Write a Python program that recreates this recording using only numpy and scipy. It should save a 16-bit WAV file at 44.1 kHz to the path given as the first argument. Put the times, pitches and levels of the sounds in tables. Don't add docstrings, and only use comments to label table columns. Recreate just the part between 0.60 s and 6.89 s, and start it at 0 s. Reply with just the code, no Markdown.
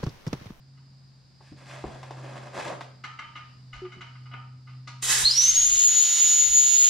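import sys
import numpy as np
from scipy import signal
from scipy.fft import rfft, irfft, next_fast_len
from scipy.io import wavfile
from scipy.ndimage import uniform_filter1d, minimum_filter1d

SR = 44100
rng = np.random.default_rng(int(sys.argv[2]) if len(sys.argv) > 2 else 0)


def output_pcm(signal):
    pcm = np.clip(np.atleast_2d(signal).T, -1, 1) * 32767
    wavfile.write(sys.argv[1], SR, np.round(pcm).astype(np.int16))


N = 277389
TIME = np.arange(N) / SR


def undb(db):
    return 10 ** (np.asarray(db) / 20)


def unit(x):
    return x / np.sqrt(np.mean(x ** 2))


def curve(rows):
    return np.interp(TIME, *np.transpose(rows))


def loudness(rows):
    outside_s = np.maximum(rows[0][0] - TIME, TIME - rows[-1][0]).clip(0)
    return undb(curve(rows)) * np.exp(-outside_s / 0.0073)


def envelope(start_s, end_s, attack_s, release_s=1):
    rise = 1 - np.exp(-(TIME - start_s).clip(0) / attack_s)
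    return rise * np.exp(-(TIME - end_s).clip(0) / release_s)


def walk(rate_hz):
    size = max(int(SR / rate_hz), 1)
    steps = np.repeat(rng.standard_normal(N // size + 2), size)
    return unit(uniform_filter1d(steps, size)[:N])


def spectral(x, response):
    size = next_fast_len(x.shape[-1], real=True)
    hz = np.maximum(np.arange(size // 2 + 1) * SR / size, 1)
    return irfft(rfft(x, size) * response(hz), size)[..., :x.shape[-1]]


def colour(x, points):
    hz, db = np.transpose(points)
    return spectral(x, lambda f: undb(np.interp(np.log(f), np.log(hz), db)))


def band(x, hz, width_hz):
    return spectral(x, lambda f: 1 / (1 + 1j * (f - hz ** 2 / f) / width_hz))


def lowpass(x, hz, order):
    return signal.sosfilt(signal.butter(order, min(hz, SR / 3), fs=SR, output="sos"), x)


def pan(db):
    gains = undb(np.array([db, -db]).reshape(2, -1) / 2)
    return gains / np.sqrt(np.mean(gains ** 2, axis=0))


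def add(track, start_s, sound):
    start = int(start_s * SR)
    track[start:start + len(sound)] += sound[:N - start]


# (frequency [Hz], side over mid [dB])
SIDE_SPECTRUM = [(100, -6), (300, -9), (700, -0.5), (3000, -4.5), (5000, -4), (7000, 3.5), (15000, 4)]

def diffuse(size):
    mid, side = rng.standard_normal((2, size))
    side = colour(side, SIDE_SPECTRUM)
    return unit(np.array([mid + side, mid - side]))


def garage(x, wet_db, t60_s=0.55, treble_hz=10100):
    t = TIME[:SR // 2]
    noise = diffuse(len(t))
    low = lowpass(noise, treble_hz, order=1)
    tail = (low + (noise - low) * np.exp(-t / .04)) * undb(-60 * t / t60_s)
    early_boost = 1 + 4.2 * np.exp(-t / 0.002)
    response = unit(tail * early_boost * (t > .001)) / np.sqrt(len(t))
    wet = signal.oaconvolve(np.atleast_2d(x), response, axes=1)[:, :N]
    return (x + undb(wet_db) * wet) / np.hypot(1, undb(wet_db))


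# (time [s], pitch [Hz])
HUM_PITCH = [(0, 134.5), (1.5, 131), (3.2, 126.5), (4.2, 128), (6.29, 124.5)]
# (time [s], relative level [dB])
HUM_LEVEL = [(0.0, -52), (0.24, -47), (0.68, -56.5), (0.96, -48), (1.59, -41.5), (2.61, -51.5), (3.43, -46),
             (3.59, -40), (4.01, -45.5), (4.13, -42), (4.54, -45.5), (4.59, -39.5), (4.75, -48),
             (5.29, -61), (5.94, -56.5), (6.29, -61)]

def motor_hum(gain_db=-2, waver_db=1.37, octave_db=-23, drift_hz=0.28):
    phase = 2 * np.pi * np.cumsum(curve(HUM_PITCH) + drift_hz * walk(8)) / SR
    tone = unit(np.sin(phase) + undb(octave_db) * np.sin(2 * phase))
    return tone * loudness(HUM_LEVEL) * undb(gain_db + waver_db * walk(9))


# (frequency [Hz], gain [dB])
LEAK_SPECTRUM = [(2500, -48), (3700, -15), (4400, -9.5), (4900, -1.5), (5250, -9.5), (5900, -26),
                 (7300, -26), (11000, -41)]

def leak(level_db=-65):
    return unit(colour(diffuse(N), LEAK_SPECTRUM)) * undb(level_db + walk(5.7))


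# (frequency [Hz], gain [dB])
RUMBLE_SPECTRUM = [(25, 6.5), (80, 26.5), (190, 25), (300, 13.5), (450, 7), (850, 7), (2000, 2.5),
                   (3400, -1.5), (7300, -7.5), (12000, -28)]

def room_rumble(level_db=-61):
    return unit(colour(diffuse(N), RUMBLE_SPECTRUM)) * undb(level_db + walk(1.1))


# (time [s], relative peak [dB], main pitch [Hz], scrape decay [s], snap gain [dB])
CLICKS = [(0.17, -57, 1300, 0.013, -66), (2.437, -29, 1310, 0.012, -41), (2.588, -29, 1520, 0.007, -42.5),
          (2.615, -37.5, 1260, 0.017, -69), (2.753, -33, 2300, 0.021, -56),
          (3.128, -34, 2100, 0.039, -55.5), (3.249, -38, 1230, 0.0064, -78), (3.318, -40, 2400, 0.018, -56),
          (3.407, -34.5, 1900, 0.016, -51), (3.55, -44.5, 1240, 0.017, -82),
          (3.655, -46.5, 1230, 0.016, -84), (3.712, -42.5, 1380, 0.012, -80),
          (3.734, -34, 920, 0.0083, -83), (4.07, -46, 1600, 0.046, -70), (4.272, -35, 1220, 0.013, -39.5)]
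# (frequency [Hz], gain [dB], t60 [s])
METAL_MODES = [(936, -3.5, 0.28), (1233, 6, 0.14), (1309, 3.5, 0.14), (1455, -2, 0.09), (2048, -1, 0.1),
               (2160, -7, 0.2), (2434, -4.5, 0.14), (2915, 4.5, 0.073), (2994, 3, 0.12), (3890, -7, 0.097),
               (4350, -11, 0.05)]
# (frequency [Hz], gain [dB])
CRACK_SPECTRUM = [(200, -5), (550, -10.5), (850, 3), (1400, 3.5), (2900, 3), (4200, -19.5), (6000, -31),
                  (15000, -77)]
# (frequency [Hz], gain [dB])
SNAP_SPECTRUM = [(2000, -36), (4000, 13.5), (7000, 2), (8500, -11), (10500, -16), (13000, -40)]

def coupler_clicks(gain_db=5, focus_db_per_oct=5, snap_gain_db=3, crack_db=-2.5,
                   detune=0.0092, scatter_db=1.4):
    out, t = np.zeros(N), TIME[:SR // 2]
    for start_s, peak_db, main_hz, scrape_s, snap_db in CLICKS:
        scrape = rng.standard_normal(len(t)) * np.exp(-t / scrape_s) * (1 - np.exp(-t / 0.0067))
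        ring = 0
        for hz, mode_db, t60_s in METAL_MODES:
            falloff_db = focus_db_per_oct * abs(np.log2(hz / main_hz))
            strength = undb(mode_db - falloff_db + scatter_db * rng.standard_normal())
            phase = 2 * np.pi * (hz * (1 + detune * rng.standard_normal()) * t + rng.random())
            ring += strength * np.sin(phase) * undb(-60 * t / t60_s)
        crack = undb(crack_db) * unit(colour(scrape, CRACK_SPECTRUM))
        hit = unit(ring * (1 - np.exp(-t / 0.0037))) + crack
        snap = colour(scrape, SNAP_SPECTRUM) * undb(snap_db + snap_gain_db)
        add(out, start_s, hit / abs(hit).max() * undb(peak_db + gain_db) + snap)
    return garage(out, wet_db=5.5)


# (start [s], end [s], relative body level [dB], sheen level [dB])
STROKES = [(0.8, 0.91, -79, -60.5), (0.955, 1.94, -54.5, -56.5), (1.044, 1.18, -54, -48),
           (1.173, 1.372, -49, -56.5), (1.56, 1.867, -48.5, -55.5), (1.7, 1.778, -43.5, -52),
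           (1.925, 2.003, -33.5, -42), (1.96, 2.086, -40, -41), (2.037, 2.106, -34, -52)]
# (frequency [Hz], gain [dB])
RUSTLE_SPECTRUM = [(150, -7.5), (250, -11.5), (590, -3.5), (642, -7.5), (799, -8), (1280, -11),
                   (1440, -14.5), (1950, -16), (2830, -22), (7380, -32), (14000, -49.5)]

def rustle(body_gain_db=1, grain_db=3, catch_db=2, attack_s=0.023, release_s=0.035):
    strokes = np.array([envelope(start, end, attack_s, release_s) for start, end, _, _ in STROKES])
    stroke_gains = undb(np.array(STROKES)[:, 2:].T)
    body_gain, sheen_gain = np.sqrt(stroke_gains ** 2 @ strokes ** 2)
    grains = colour(rng.standard_normal(N) * undb(grain_db * walk(1500)), RUSTLE_SPECTRUM)
    grains = signal.sosfilt(signal.butter(4, [130, 11000], "bandpass", fs=SR, output="sos"), grains)
    low = signal.sosfiltfilt(signal.butter(2, 1500, fs=SR, output="sos"), grains)
    sheen = unit(grains - low) * sheen_gain
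    body = unit(low * undb(catch_db * walk(45.1))) * body_gain * undb(body_gain_db)
    return garage((body + sheen) * undb(walk(60)), wet_db=0)


# (time [s], relative peak [dB], centre [Hz], t60 [s])
KNOCKS = [(0.806, -43, 570, 0.087), (0.918, -34, 170, 0.072), (1.24, -21.5, 324, 0.063),
          (1.245, -38, 60.7, .15), (1.279, -34.5, 167, 0.13), (1.354, -40, 497, .08),
          (1.429, -34.5, 785, 0.079), (1.43, -38, 3350, 0.062), (1.507, -41, 2800, 0.065),
          (1.506, -27.5, 580, 0.061), (2.209, -25.5, 970, 0.052), (2.207, -37, 2780, 0.18),
          (3.132, -43.5, 47, 0.26), (3.364, -37.5, 170, 0.074), (3.737, -35.5, 1060, 0.05),
          (4.635, -32, 69, 0.038)]

def knocks(gain_db=1, width_ratio=0.97, cutoff_ratio=1.96):
    out, t = np.zeros(N), TIME[:SR // 2]
    for start_s, peak_db, hz, t60_s in KNOCKS:
        burst = rng.standard_normal(len(t)) * undb(-60 * t / t60_s)
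        bump = lowpass(band(burst, hz, width_ratio * hz), cutoff_ratio * hz, order=2)
        add(out, start_s, bump / abs(bump).max() * undb(peak_db + gain_db))
    return garage(out, wet_db=-1.5)


# (start [s], end [s], level [dB])
SQUEAKS = [(3.218, 3.265, -35.5), (3.35, 3.397, -53.5)]

def hose_squeaks(pitch_hz=375, sag_hz_per_s=280, octave_db=-28):
    out = 0
    for start, end, db in SQUEAKS:
        hz = pitch_hz - sag_hz_per_s * (TIME.clip(start, end) - start)
        phase = 2 * np.pi * np.cumsum(hz) / SR
        note = unit(np.sin(phase) + undb(octave_db) * np.sin(2 * phase))
        out += note * envelope(start, end, attack_s=0.0027, release_s=0.016) * undb(db)
    return garage(out, wet_db=-13)


# (time [s], level [dB])
SPIT_LEVEL = [(4.415, -68), (4.426, -25.5), (4.45, -24.5), (4.51, -18.5), (4.56, -22.5), (4.63, -23),
              (4.67, -40), (4.72, -70)]
# (frequency [Hz], gain [dB])
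SPIT_SPECTRUM = [(120, -12), (200, -13.5), (227, -19), (422, -14.5), (728, -16), (812, -9), (1540, -6.5),
                 (1740, -7), (2510, -7), (3550, -2), (4100, -5), (7220, -1), (10600, -9), (15500, -26.5)]

def coupler_spit(flutter_db=1.5, socket_db=-9):
    flow = loudness(SPIT_LEVEL)
    spray = unit(colour(rng.standard_normal(N), SPIT_SPECTRUM))
    socket = unit(band(band(rng.standard_normal(N), 1740, 330), 1760, 590))
    socket *= undb(socket_db) * (flow / flow.max()) ** 2
    return garage((spray + socket) * flow * undb(-flutter_db * walk(85)), wet_db=4.5) * pan(db=-1.5)


# (centre [Hz], width [Hz], lift [dB])
HOSE_MODES = [(4247, 220, 13.5), (4930, 170, 14), (5794, 116, 13.5), (6146, 46, 8), (6370, 60, 11.5),
              (6596, 42, 4.5)]
# (time [s], left minus right [dB])
HOSE_AIM = [(4.66, -2), (4.71, 2.5), (4.775, -4), (4.89, 1), (5.0, 2.5), (5.27, -0.5), (5.36, 2.5),
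            (5.41, 6), (5.46, -1), (5.59, -4), (5.735, -0.5), (5.78, -5), (5.855, 11), (5.915, -3.5),
            (5.96, 0.5), (6.05, 1), (6.105, -11), (6.2, -1)]
# (start [s], end [s])
RASP_SPELLS = [(4.922, 4.945), (5.046, 5.28), (5.404, 5.435), (5.613, 5.635), (6.163, 6.7)]

def hose_whistle(seal_s=4.645, fill_s=0.132, settle_s=0.65, empty_hz=3690, full_hz=6860, sag_hz_per_s=30,
                 empty_db=-24, full_db=-16, octave_db=-32, waver_db=1.9, scatter_db=1.5,
                 turn_rad_per_s=0.85, break_rad=2.51):
    age_s = (TIME - seal_s).clip(0)
    pressure = 1 - np.exp(-age_s / fill_s)
    hz = empty_hz + (full_hz - empty_hz) * pressure - sag_hz_per_s * age_s
    held_hz, held_width_hz, _ = HOSE_MODES[0]
    hz -= (hz - held_hz) * np.exp(-((hz - held_hz) / (2 * held_width_hz)) ** 2)

    lift_db = sum(db * np.exp(-((hz - centre) / width) ** 2) for centre, width, db in HOSE_MODES)
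    aim_db = curve(HOSE_AIM)
    off_axis_db = -0.05 * abs(aim_db)
    drive_db = empty_db + (full_db - empty_db) * pressure ** 8
    level_db = drive_db + lift_db + off_axis_db + waver_db * walk(25)
    gain = envelope(seal_s - .008, np.inf, attack_s=0.0028) * undb(level_db) * pan(aim_db)

    broken = sum(envelope(*spell, attack_s=0.003, release_s=0.0056) for spell in RASP_SPELLS).clip(0, 1)
    unsettled = np.exp(-age_s / settle_s)
    roughness = 0.1 + 0.45 * unsettled + 0.34 * broken
    jitter_hz = 7 * (0.32 + 2 * roughness) * walk(130)
    phasor = np.exp(2j * np.pi * np.cumsum(hz + jitter_hz) / SR)
    lead_rad = turn_rad_per_s * age_s * (1 - broken) + break_rad * broken
    wave = np.exp(.5j * np.array([-lead_rad, lead_rad])) * phasor + undb(octave_db) * phasor ** 2
    tone = np.sqrt(2 * (1 - roughness ** 2)) * wave.real

    shake = lowpass(rng.standard_normal((2, N)), hz=90, order=1)
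    shake = unit(lowpass(shake, hz=450, order=2))
    rasp = roughness * ((shake[0] + 1j * shake[1]) * wave).real
    beam = garage((tone + rasp * (1 - unsettled)) * gain, wet_db=-17)
    return beam + garage(rasp * unsettled * gain * undb(scatter_db), wet_db=4.5)


# (time [s], relative level [dB])
JET_LEVEL = [(4.68, -44), (4.73, -41), (4.78, -35.5), (4.86, -34.5), (4.93, -38.5), (5.2, -37),
             (5.65, -34.5), (5.88, -39), (6.29, -35.5)]
# (frequency [Hz], gain [dB])
JET_SPECTRUM = [(100, -31), (300, -23.5), (600, -17.5), (1000, -11), (2200, -8), (3000, 6), (4000, 3.5),
                (5000, 3.5), (6400, 5.5), (7200, 6.5), (7900, -3), (10200, -8.5), (11500, -25),
                (14000, -10), (15000, -14)]
# (centre [Hz], width [Hz], level re rush [dB])
JET_MODES = [(2155, 260, -18), (3000, 370, -20), (3740, 180, -11), (4950, 270, -18), (5850, 120, -11.5),
             (9920, 370, -20.5), (10626, 13, -23)]

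def air_jet(gain_db=7, flutter_db=0.59):
    turbulence = rng.standard_normal(N)
    rush = unit(colour(rng.standard_normal(N), JET_SPECTRUM))
    cavities = sum(undb(db) * unit(band(turbulence, hz, width)) for hz, width, db in JET_MODES)
    jet = lowpass(rush + cavities, hz=13300, order=8)
    return garage(jet * loudness(JET_LEVEL) * undb(gain_db + flutter_db * walk(35)), wet_db=0)


# (start [s], end [s], relative level [dB])
GUSTS = [(4.875, 4.914, -45.5), (4.978, 5.144, -43.5), (5.25, 5.456, -49), (5.63, 5.702, -51.5),
         (5.757, 6.03, -45), (6.222, 6.29, -52.5)]

def gusts(gain_db=-2.5, flutter_db=2.5):
    eddies = unit(band(band(rng.standard_normal((2, N)), 30, 52), 40, 77))
    swell = sum(undb(db) * envelope(*span, attack_s=0.011, release_s=0.083) for *span, db in GUSTS)
    return eddies * swell * undb(gain_db + flutter_db * walk(22)) * pan(db=6)


def scene():
    background = motor_hum() + leak() + room_rumble()
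    handling = coupler_clicks() + rustle() + knocks() + hose_squeaks()
    air = coupler_spit() + hose_whistle() + air_jet() + gusts()
    return background + handling + air


def record(dry, ceiling=0.4, cutoff_hz=15300):
    gain = np.minimum(1, ceiling / (abs(dry).max(axis=0) + 1e-9))
    gain = uniform_filter1d(minimum_filter1d(gain, size=256), size=256)
    return signal.sosfilt(signal.ellip(8, .2, 80, cutoff_hz, fs=SR, output="sos"), dry * gain)


dry = scene()
out = record(dry)
output_pcm(out)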